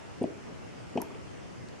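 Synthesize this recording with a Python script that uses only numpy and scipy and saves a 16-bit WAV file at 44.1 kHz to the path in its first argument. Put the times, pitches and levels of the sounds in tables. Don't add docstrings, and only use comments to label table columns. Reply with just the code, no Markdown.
import sys
import numpy as np
from scipy import signal
from scipy.fft import rfft, irfft
from scipy.io import wavfile
from scipy.ndimage import uniform_filter1d

SR = 44100
rng = np.random.default_rng(int(sys.argv[2]) if len(sys.argv) > 2 else 0)


def put_to_file(sound):
    columns = np.atleast_2d(sound).T
    safe = np.clip(columns, -1, 1)
    whole_steps = np.round(safe * 32767)
    wavfile.write(sys.argv[1], SR, whole_steps.astype(np.int16))


N = 79380


# start in seconds, level in dB added to its pockets.
GAS_GULPS = [(0.2128, 0), (0.955, -2.5)]
# delay in seconds, level in dB, pitch in Hz,
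# fade time in seconds (the time to fall by 60 dB).
GAS_POCKETS = [(0, -18, 232, 0.046), (.0040, -20.5, 404, 0.065), (.0082, -7, 397, .006)]
# start in seconds, #
# level in dB, pitch in Hz, fade time in seconds, phase gap between left and right in radians.
PLOPS = [(0.2290, -27, 325.6, 0.082, 0.27), (0.2404, -14.5, 244, 0.023, .1),
         (0.2403, -16.5, 622, 0.023, 0.14), (0.2245, -31, 685, 0.031, .3), (0.2535, -34, 430, 0.03, 0.6),
         (0.301, -31, 340, 0.032, 0.54), (0.353, -38.5, 202, 0.029, 0.94), (0.6624, -32, 253, 0.015, 0.44),
         (0.9745, -10, 286, 0.0089, .1), (0.9752, -17, 679, .026, 0.14), (0.9752, -21, 803, 0.031, .2),
         (0.9805, -21.5, 412, 0.029, 0.27), (0.983, -21.5, 236, 0.035, 0.36),
         (1.0018, -23, 230, 0.013, 0.22), (1.0023, -43, 718, 0.081, .2), (1.0025, -29.5, 969, 0.031, .4),
         (1.0190, -29.5, 302, 0.033, 0.93), (1.021, -32.5, 905, 0.058, 0.72), (1.1050, -35, 1148, 0.06, .5),
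         (1.153, -34, 431, 0.039, 2)]

def airlock_burps():
    out = np.zeros((2, N))
    for channel, side in zip(out, (.5, -.5)):
        for start, gulp_db in GAS_GULPS:
            for delay, db, hz, fade in GAS_POCKETS:
                add(channel, start + delay, bubble(gulp_db + db, hz, fade, 0))
        for start, db, hz, fade, phase in PLOPS:
            add(channel, start, bubble(db, hz, fade, side * phase))
    bass_cut = signal.butter(2, 110, "high", fs=SR, output="sos")
    return low_pass(signal.sosfilt(bass_cut, out), hz=1110)


def bubble(db, hz, fade, phase):
    attack_s, rise_per_s = 0.00097, 3.7
    t = np.arange(SR // 10) / SR
    cycles = np.cumsum(hz * (1 + rise_per_s * t)) / SR
    envelope = (1 - np.exp(-(t / attack_s) ** 2)) * die_away(t, fade)
    return amp(db) * envelope * np.sin(2 * np.pi * cycles + phase)


# start in seconds, level in dB, centre pitch in Hz,
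# width of the noise band in Hz, fade time in seconds.
FILM_SNAPS = [(0.2306, -40, 9040, 2400, .007), (0.239, -49, 5040, 8000, 0.011),
              (0.239, -48, 2920, 1200, .025), (0.9735, -46, 4900, 7840, 0.019),
              (0.9740, -39, 2430, 495, 0.041), (0.9766, -41, 3080, 900, 0.037),
              (1.0171, -20.5, 11420, 1500, 0.0031), (1.0178, -30, 5890, 1480, 0.0044),
              (1.0168, -34.5, 10650, 7200, 0.0083), (1.021, -39, 10700, 1400, 0.0087),
              (1.0190, -43, 1850, 2020, 0.024), (1.147, -46, 2560, 1500, 0.02),
              (1.6863, -48, 5200, 9000, 0.015)]

def film_snaps():
    attack_s = 0.00026
    out, t = np.zeros(N), np.arange(SR // 10) / SR
    hz = np.fft.rfftfreq(len(t), 1 / SR)
    for start, db, centre, width, fade in FILM_SNAPS:
        band = 1 / (1 + (2 * (hz - centre) / width) ** 2) ** 2
        noise = irfft(band * np.exp(2j * np.pi * rng.random(len(hz))), len(t))
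        envelope = (1 - np.exp(-t / attack_s)) * die_away(t, fade)
        level = amp(db) * np.sqrt(np.mean(envelope ** 2))
        add(out, start, level * unit_level(envelope * noise))
    return out


# delay in seconds, strength as a multiplier.
BOUNCES = [(.0041, 0.13), (.0112, 0.13), (.0165, .16)]

def echoes(source):
    cutoff_hz, spread_s = 4600, 0.00017
    hz = np.fft.rfftfreq(N, 1 / SR)
    dull = rfft(source) / np.sqrt(1 + (hz / cutoff_hz) ** 2)
    ear_offsets = np.array([[spread_s], [-spread_s]])
    paths = sum(gain * np.exp(-2j * np.pi * hz * (delay + (-1) ** k * ear_offsets))
                for k, (delay, gain) in enumerate(BOUNCES))
    return irfft(dull * paths, N)


# frequency in Hz, fade time in seconds.
ROOM_FADES = [(100, 0.41), (350, 0.61), (900, 0.79), (3000, 0.84), (12000, 0.35)]
# frequency in Hz, level in dB.
ROOM_TONE = [(60, -19), (200, -9.5), (380, -5), (700, -11.5), (1000, -19), (3000, -14), (11500, -18.5),
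             (14000, -38)]

def room(source):
    build_s = .012
    hz, t, noise = signal.stft(rng.standard_normal((2, SR // 2)), SR, nperseg=256)
    tail = signal.istft(noise * die_away(t, look_up(ROOM_FADES, hz)[:, None]), SR, nperseg=256)[1]
    tail /= np.linalg.norm(tail[0])
    size = tail.shape[1]
    tone = amp(look_up(ROOM_TONE, np.fft.rfftfreq(size, 1 / SR)))
    t = np.arange(size) / SR
    envelope = (1 - np.exp(-(t / build_s) ** 2)) * (1 - (t / t[-1]) ** 2)
    tail = irfft(rfft(tail) * tone, size) * envelope
    return signal.fftconvolve(source[None], tail, axes=1)[:, :N]


# frequency in Hz, relative level in dB.
HUSH_TONE = [(15, -47), (28, -52), (45, -10), (85, -2), (125, 0.5), (160, -1.5), (280, -4), (450, -6),
             (1000, -12), (1400, -14.5), (2860, -18), (3860, -27), (5200, -24.5), (6500, -26.5),
             (9300, -34.5), (12500, -49), (14000, -75)]
# frequency in Hz, likeness from -1 (opposite) to 1 (same).
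HUSH_SAMENESS = [(30, -0.55), (100, -0.63), (200, -0.57), (400, -0.46), (1000, -0.17), (2500, 0.2),
                 (6000, 0.033), (12000, 0.04)]
# frequency in Hz, dB added on the left and taken off the right.
HUSH_LEAN = [(30, 1.3), (100, .5), (400, .35), (2000, -.15), (8000, .2)]

def hush():
    level_db, patch_db = -44, 1.45
    hz = np.fft.rfftfreq(2048, 1 / SR)
    a, b, c, d, patches = rng.standard_normal((N // 512 + 5, len(hz), 5)).T
    patches = uniform_filter1d(patches, size=16, axis=0)
    patches = unit_level(uniform_filter1d(patches, size=6, axis=1))
    same = look_up(HUSH_SAMENESS, hz)[:, None]
    left = a + 1j * b
    right = same * left + np.sqrt(1 - same ** 2) * (c + 1j * d)
    lean = amp(look_up(HUSH_LEAN, hz))[:, None]
    tone = amp(look_up(HUSH_TONE, hz)[:, None] + patch_db * patches)
    spectrum = np.array([left * lean, right / lean]) * tone / np.sqrt(1 + same)
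    noise = signal.istft(spectrum, nperseg=2048, noverlap=1536)[1][:, :N]
    return amp(level_db) * unit_level(low_pass(noise, hz=12800))


def amp(db):
    return 10 ** (np.asarray(db) / 20)


def die_away(t, fade):
    return np.exp(-np.log(1000) * t / fade)


def unit_level(x):
    return x / np.sqrt(np.mean(x ** 2) + 1e-20)


def look_up(table, hz):
    row_hz, value = np.transpose(table)
    return np.interp(np.log(hz + 1), np.log(row_hz + 1), value)


def add(mix, start, sound):
    part = mix[round(start * SR):][:len(sound)]
    part += sound[:len(part)]


def low_pass(x, hz):
    kernel = signal.firwin(255, hz, window=("kaiser", 8), fs=SR)
    return signal.oaconvolve(x, kernel[None], "same", axes=1)


def scene():
    burp_left_db, snap_left_db, snap_lag_s = .6, 1.2, .000016
    burps, snaps = airlock_burps(), film_snaps()
    lag = np.exp(-2j * np.pi * np.fft.rfftfreq(N, 1 / SR) * snap_lag_s)
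    right_snaps = irfft(rfft(snaps) * lag, N)
    direct = burps * amp([[burp_left_db], [-burp_left_db]])
    direct += np.array([snaps, right_snaps]) * amp([[snap_left_db], [-snap_left_db]])
    source = burps.mean(0) + snaps
    return direct + echoes(source) + room(source) + hush()


def record(dry):
    return low_pass(dry, hz=14400)


dry = scene()
out = record(dry)
put_to_file(out)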